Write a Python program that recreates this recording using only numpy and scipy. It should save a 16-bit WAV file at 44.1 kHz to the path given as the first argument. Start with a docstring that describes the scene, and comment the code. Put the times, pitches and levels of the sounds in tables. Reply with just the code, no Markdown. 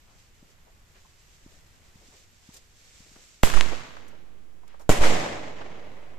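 """A firework on a street at night. Over the hum of a distant town a fuse fizzes while someone walks away.
At 3.4 s the lift charge thumps and throws a hissing jet of sparks, one of which cracks; at 4.9 s the
shell bursts overhead. Each bang is a group of shock waves that overloads the microphones, whose bias
lurches and settles, while the echoes roll back from houses and trees, dulled by absorption in the air."""
import sys
import numpy as np
from scipy import signal
from scipy.fft import rfft, irfft, next_fast_len
from scipy.io import wavfile
from scipy.ndimage import map_coordinates

SR = 44100
rng = np.random.default_rng(int(sys.argv[2]) if len(sys.argv) > 2 else 0)


def materialize(psi):
    """Save the field psi as 16-bit PCM at rate SR to the path in sys.argv[1].

    A 1-D psi becomes a single channel; in a 2-D psi each row is a channel.
    """
    bounded = np.clip(np.atleast_2d(psi).T, -1, 1)
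    quanta = np.round(bounded * 32767).astype(np.int16)
    wavfile.write(sys.argv[1], SR, quanta)


N = 272670

# shocks of the lift, the cracking spark and the burst:
# start_s, push_db, push_ms, suction_db, suction_ms, scatter_db
SHOCK_WAVES = [(3.4329, -12, 0.19, -17, 0.23, -22.5), (3.4347, -1, 0.33, -12, 1.1, -15.5),
               (3.6100, -1, 0.16, -7.5, 0.21, -48), (4.8927, -10, 0.37, -1, 1.09, -20.5),
               (4.8949, -11, 0.18, -10, 0.63, -36), (4.8992, -12, 0.45, -1, 1.35, -19.5)]
# spectrum of the finest sparks: frequency_hz, density_db
SPARK_SPECTRUM = [(300, -53), (4000, -24.5), (8000, -9.5), (12000, 1), (14500, -1.5)]


def amp(db):
    return 10 ** (np.asarray(db) / 20)


def unit(x):
    return x / np.sqrt(np.mean(x ** 2) + 1e-20)


def along(points, hz):
    """Interpolation of (frequency_hz, value) points on a logarithmic frequency axis."""
    frequencies, values = np.transpose(points)
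    return np.interp(np.log(hz + 1), np.log(frequencies + 1), values)


def since(start_s):
    """Seconds since a moment, zero before it."""
    return np.maximum(np.arange(N) / SR - start_s, 0)


def wobble(rate_hz):
    """Smooth random modulation: a spline through Gaussian values."""
    knots = rng.standard_normal(int(N * rate_hz / SR) + 4)
    return map_coordinates(knots, [np.arange(N) * rate_hz / SR])


def filtered(x, response):
    """Linear filtering: the spectrum is multiplied by a frequency response."""
    n = x.shape[-1]
    padded = next_fast_len(n + 8192)
    return irfft(rfft(x, padded) * response(np.fft.rfftfreq(padded, 1 / SR)), padded)[..., :n]


def add(track, start_s, sound):
    """Superposition of a sound on a track."""
    part = track[..., round(start_s * SR):][..., :sound.shape[-1]]
    part += sound[..., :part.shape[-1]]


def diffuse(pair, colour):
    """A diffuse field of rms 1: left and right are coherent mainly at long wavelengths."""
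    coherence = [(60, 0.67), (140, .88), (300, 0.78), (650, 0.17), (1400, -0.065), (3000, 0.25),
                 (14000, -0.14)]  # frequency_hz, left_right_correlation
    balance = [(1300, 0), (2400, 0), (4400, -2.5), (8000, -2), (14000, 0)]  # frequency_hz, left_minus_right_db
    angle = lambda hz: np.arccos(np.clip(along(coherence, hz), -1, 1)) / 2
    mid, side = filtered(pair, lambda hz: colour(hz) * np.array([np.cos(angle(hz)), np.sin(angle(hz))]))
    stereo = np.array([mid + side, mid - side])
    return unit(filtered(stereo, lambda hz: amp(along(balance, hz) * np.array([[.5], [-.5]]))))


def grains(spectrum, spread_db):
    """Log-normal modulation breaks noise into dense tiny clicks, rms 1."""
    clicks = rng.standard_normal((2, N)) * amp(spread_db * wobble(1500))
    return diffuse(clicks, lambda hz: amp(along(spectrum, hz)))


def puff(length_s, colour):
    """A noise transient with a linear onset and an exponential decay."""
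    age = np.arange(SR // 5) / SR / length_s * np.e
    return diffuse(rng.standard_normal((2, len(age))), colour) * age * np.exp(1 - age)


def hump(centre_hz, q):
    """The response of a damped resonance in series with a broader one."""
    detune = lambda hz: hz / centre_hz - centre_hz / (hz + 1)
    return lambda hz: 1 / (1 + 1j * q * detune(hz)) / (1 + .25j * detune(hz))


def town(level_db=-57.5, swell_db=1.5):
    """Distant sources sum incoherently to a low noise whose level wanders."""
    spectrum = [(12, 2), (30, -0.5), (80, -5.5), (140, -12.5), (280, -20), (600, -22.5), (2000, -24),
                (4500, -33), (7500, -32), (9500, -39.5), (14000, -37.5)]  # frequency_hz, density_db
    return amp(level_db + swell_db * wobble(3.51)) * grains(spectrum, spread_db=0)


def walker(sole_lag_s=.052):
    """Impact and friction: a heel thuds and crushes grit, the sole follows, and at times a shoe scrapes."""
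    steps = [(0.426, -45, 213, -68), (0.899, -55, 120, -64.5), (1.461, -41, 232, -63),
             (1.955, -46.5, 167, -61), (2.084, -53.5, 230, -63), (2.488, -40.5, 188, -61),
             (3.002, -47.5, 180, -64), (3.114, -50.5, 210, -63), (3.162, -46, 250, -69)]  # footfalls on asphalt: start_s, heel_db, pitch_hz, sole_db
    scuffs = [(0.066, -64.5, 800, 0.094, 0.89), (0.664, -58, 660, 0.031, 1.8),
              (0.943, -60, 1500, 0.049, 0.43), (1.047, -59, 910, 0.018, 3.2),
              (2.116, -61, 700, 0.031, 0.78), (3.156, -56, 890, 0.017, 0.32), (4.631, -54, 875, 0.014, 2.4),
              (4.667, -60, 1380, 0.1, 0.4), (4.74, -46, 748, 0.011, 1.6), (4.793, -50.5, 680, .035, 0.68)]  # scrapes on grit: start_s, level_db, pitch_hz, length_s, resonance_q
    out, t = np.zeros((2, N)), np.arange(SR // 10) / SR
    for start_s, heel_db, pitch_hz, sole_db in steps:
        cycles = t * pitch_hz - .75
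        thud = amp(heel_db + 1.5) * np.sin(2 * np.pi * cycles) * np.exp(-(cycles / 0.49) ** 2)
        grit = amp(heel_db - 21.5) * puff(0.026, lambda hz: hump(724, q=1)(hz) ** 2)
        sole = amp(sole_db) * puff(0.043, lambda hz: hump(430, q=0.94)(hz) ** 2)
        add(out, start_s, thud)
        add(out, start_s, grit)
        add(out, start_s + sole_lag_s, sole)
    for start_s, level_db, pitch_hz, length_s, q in scuffs:
        add(out, start_s, amp(level_db) * puff(length_s, lambda hz: hump(pitch_hz, q)(hz) ** 2))
    return out


def fuse(smoulder_db=-67, brightening=0.54, sputter_db=1.3, sparks_db=-72):
    """Unsteady combustion: the fuse fizzes, brighter as it flares, until it reaches the charge."""
    flares = [(0.0, -70.5), (0.25, -64.5), (0.29, -71), (0.51, -67), (0.6, -77), (1.0, -67.5), (1.53, -64),
              (1.77, -70), (2.08, -61.5), (2.24, -63), (2.26, -67.5), (2.5, -62.5), (2.57, -56.5),
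              (2.6, -65), (2.74, -67), (2.77, -61.5), (3.25, -59), (3.4, -62.5)]  # strength of the flame: time_s, level_db
    spectrum = [(200, -16.5), (500, -5), (1000, -10.5), (2100, -2), (4100, -3), (7700, -1), (9200, -15.5),
                (14000, -25)]  # frequency_hz, density_db
    burn_db = np.interp(since(0), *np.transpose(flares)) + 2
    hiss_db = 20 * np.log10(np.hypot(amp(smoulder_db), amp(burn_db)))
    flare_db = hiss_db - np.mean(hiss_db)
    fizz = grains(spectrum, spread_db=1.5)
    treble = filtered(fizz, lambda hz: hz ** 4 / (hz ** 4 + 4500 ** 4))
    flame = unit(fizz + treble * (amp(brightening * flare_db) - 1))
    flame *= amp(hiss_db + sputter_db * wobble(25))
    sparks = grains(SPARK_SPECTRUM, spread_db=4) * amp(sparks_db + .4 * flare_db + 1.1 * wobble(16))
    lift_s = SHOCK_WAVES[1][0]
    return (flame + sparks) * (since(lift_s) == 0)


def spits():
    """Brief events have broad spectra: sparks spit and grit ticks in bright puffs."""
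    ticks = [(2.536, -49.5, 0.02), (2.564, -48.5, 0.015), (4.078, -56, 0.014), (4.678, -55, 0.005),
             (4.793, -58, .014), (4.807, -57, 0.022)]  # start_s, level_db, length_s
    spectrum = [(1000, -7), (3000, -3), (7000, 3.5), (9500, -3), (14000, -3.5)]  # frequency_hz, density_db
    out = np.zeros((2, N))
    for start_s, level_db, length_s in ticks:
        add(out, start_s, amp(level_db) * puff(length_s, lambda hz: amp(along(spectrum, hz))))
    return out


def embers(start_s=3.432, launch_db=-30, launch_t60_s=.12, sizzle_db=-63, sizzle_t60_s=3.3):
    """A two-slope decay: fine sparks crackle out of the tube, then sizzle as they burn out in the air."""
    t = since(start_s)
    envelope = amp(launch_db - 60 * t / launch_t60_s) + amp(sizzle_db - 60 * t / sizzle_t60_s)
    return grains(SPARK_SPECTRUM, spread_db=3.5) * envelope * amp(1.5 * wobble(14)) * (t > 0)


def far_rumble(start_s=3.95, level_db=-58, t60_s=5):
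    """Distance acts as a low-pass filter: only the lift's low notes return from far away, and linger."""
    t = since(start_s)
    envelope = amp(level_db - 60 * t / t60_s) * (1 - np.exp(-t / 0.024))
    return diffuse(rng.standard_normal((2, N)), hump(250, q=0.89)) * envelope


def wall_slaps(q=1.42):
    """Discrete reflections: house fronts on either side return the bangs as separate smeared knocks."""
    reflections = [(3.469, -23.5, 690, .007, 4), (3.499, -28.5, 1400, .006, 7),
                   (3.535, -24.5, 1000, 0.0094, 3.5), (3.571, -25, 790, .006, 0),
                   (3.711, -33.5, 480, .03, 3), (3.967, -38.5, 1140, .005, 0), (4.125, -50, 430, .025, -2),
                   (4.914, -26, 1500, .005, 0), (5.013, -20.5, 450, .007, 2), (5.036, -19.5, 1180, .006, 1),
                   (5.057, -20.5, 615, .006, 2), (5.14, -31, 170, .035, -1), (5.26, -26, 636, .007, 1),
                   (5.61, -39.5, 1000, .015, -3)]  # start_s, level_db, pitch_hz, length_s, left_minus_right_db
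    out = np.zeros((2, N))
    for start_s, level_db, pitch_hz, length_s, side_db in reflections:
        knock = puff(length_s, lambda hz: hump(pitch_hz, q)(hz) / (1 + (hz / 6000) ** 2))
        add(out, start_s, amp(level_db + side_db * np.array([[.5], [-.5]])) * knock)
    return out


def reverberation(start_s, waves, spectrum, spread_db, flutter_db, twin_gain=0, twin_gap_s=.0068):
    """Waves of countless echoes add in power; air absorption dulls the later ones."""
    absorption = [(500, -2), (2000, -0.5), (4000, 3.5), (7000, 13), (10000, 41), (14000, 39.5)]  # frequency_hz, loss_db_per_s
    # a double shock repeats in every echo and combs the low notes
    comb = lambda hz: 1 + twin_gain * np.exp(-2j * np.pi * hz * twin_gap_s - hz / 2500)
    echoes = unit(filtered(grains(spectrum, spread_db), comb))
    hz, t, frames = signal.stft(echoes, SR, nperseg=256)
    travel_s = np.maximum(t - start_s, 0) - 0.24  # zero where an echo has the bang's own spectrum
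    loss_db = along(absorption, hz)[:, None] * travel_s
    echoes = signal.istft(frames * amp(-loss_db), SR, nperseg=256)[1][:, :N]
    power = np.zeros(N)
    for delay_s, level_db, rise_s, t60_s in waves:
        age = since(start_s + delay_s)
        power += (amp(level_db - 60 * age / t60_s) * (1 - np.exp(-age / rise_s))) ** 2
    return echoes * np.sqrt(power) * amp(flutter_db * wobble(65))


def bias_lurch(settle_hz=2.32):
    """Overload shifts the microphones' bias; the coupling capacitor, a high-pass, drains the offset."""
    kicks = [(3.435, -0.031, -0.68), (4.8934, -0.24, -0.12), (4.9008, -0.16, -0.45)]  # shocks drive the bias down: start_s, left_shift, right_shift
    heaves = [(3.532, 0.036, 0.19, .007), (3.554, 0, 0.40, .009), (3.709, 0.0073, 0.05, .005),
              (4.988, 0.11, 0.14, .009), (5.01, 0.21, 0.21, .004), (5.03, 0.12, 0.27, .06)]  # strong echoes lift it: start_s, left_shift, right_shift, rise_s

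    def jolt(start_s, left, right, rise_s, recovery_s):
        """A ramp away from rest with exponential relaxation."""
        t = since(start_s)
        return np.outer([left, right], np.minimum(t / rise_s, 1) * np.exp(-t / recovery_s))

    bias = sum(jolt(*kick, rise_s=.0009, recovery_s=0.049) for kick in kicks)
    bias += sum(jolt(*heave, recovery_s=2.6) for heave in heaves)
    return signal.lfilter(*signal.butter(1, settle_hz, "high", fs=SR), bias)


def spray(start_s, level_db, rise_s, t60_s):
    """Jet noise: burning powder rushes out with a bright hiss."""
    spectrum = [(500, -16.5), (1500, -7.5), (4000, -12.5), (7500, 0.5), (9500, -13.5), (14000, -6.5)]  # frequency_hz, density_db
    t = since(start_s)
    envelope = amp(level_db - 60 * t / t60_s) * (1 - np.exp(-(t / rise_s) ** 2))
    return grains(spectrum, spread_db=-3.5) * envelope


def lift_charge():
    """Expanding gas drives a flash and a jet of sparks from the tube, and the street reverberates."""
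    waves = [(0, -26.5, .003, 0.69), (.098, -29.5, 0.0096, 1.306)]  # echoes from ground and houses: delay_s, level_db, rise_s, t60_s
    spectrum = [(45, -10.5), (90, -3.5), (300, -7), (600, -7.5), (1400, -7), (2000, -8), (3400, -12.5),
                (5200, -17), (7300, -17), (9500, -29), (14500, -36.5)]  # frequency_hz, density_db
    flash = spray(3.430, level_db=-18.5, rise_s=0.0014, t60_s=0.038)
    jet = spray(3.433, level_db=-29.5, rise_s=.004, t60_s=0.32)
    return flash + jet + reverberation(3.435, waves, spectrum, spread_db=2, flutter_db=.5)


def shell_burst():
    """The shell flashes overhead; ground, houses and distant trees reflect its bang in order of range."""
    waves = [(0, -23.3, 0.0024, .8), (.106, -18.3, .034, 1.258), (.64, -43.7, 0.034, 3.6)]  # delay_s, level_db, rise_s, t60_s
    spectrum = [(45, -6.5), (90, -5), (200, -4.5), (350, -3), (600, -0.5), (850, -4.5), (1450, -11.5),
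                (2000, -8.5), (2800, -13.5), (4600, -19.5), (7500, -20), (9600, -31.5), (14500, -40)]  # frequency_hz, density_db
    flash = spray(4.892, level_db=-22.5, rise_s=0.00029, t60_s=0.12)
    return flash + reverberation(4.895, waves, spectrum, spread_db=1.5, flutter_db=0.85, twin_gain=0.16)


def shocks(scatter_t60_s=0.028):
    """A blast wave is a short compression and a longer rarefaction, scattered by the ground nearby."""
    out, t = np.zeros((2, N)), np.arange(SR // 5) / SR
    lobe = lambda start_ms, width_ms: np.sin(np.pi * np.clip((1000 * t - start_ms) / width_ms, 0, 1))
    for start_s, push_db, push_ms, suction_db, suction_ms, scatter_db in SHOCK_WAVES:
        wave = amp(push_db) * lobe(0, push_ms) ** 2 - amp(suction_db) * lobe(push_ms, suction_ms)
        scatter = diffuse(rng.standard_normal((2, len(t))), hump(550, q=0.37))
        add(out, start_s, wave + amp(scatter_db - 60 * t / scatter_t60_s) * scatter)
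    return out


def scene():
    """Superposition of the town, the firework with its echoes, the footsteps and the shifting bias."""
    background = town()
    firework = lift_charge() + shell_burst() + fuse()
    footsteps = walker()
    firework += spits() + shocks() + embers()
    return background + footsteps + firework + wall_slaps() + far_rumble() + bias_lurch()


def record(dry, ceiling=1.0, band_limit_hz=14550):
    """Saturation in the input stage rounds off the peaks; a steep low-pass limits the band."""
    clipped = dry / (1 + np.abs(dry / ceiling) ** 8) ** (1 / 8)
    return filtered(clipped, lambda hz: 1 / (1 + (hz / band_limit_hz) ** 120))


dry = scene()
out = record(dry)
materialize(out)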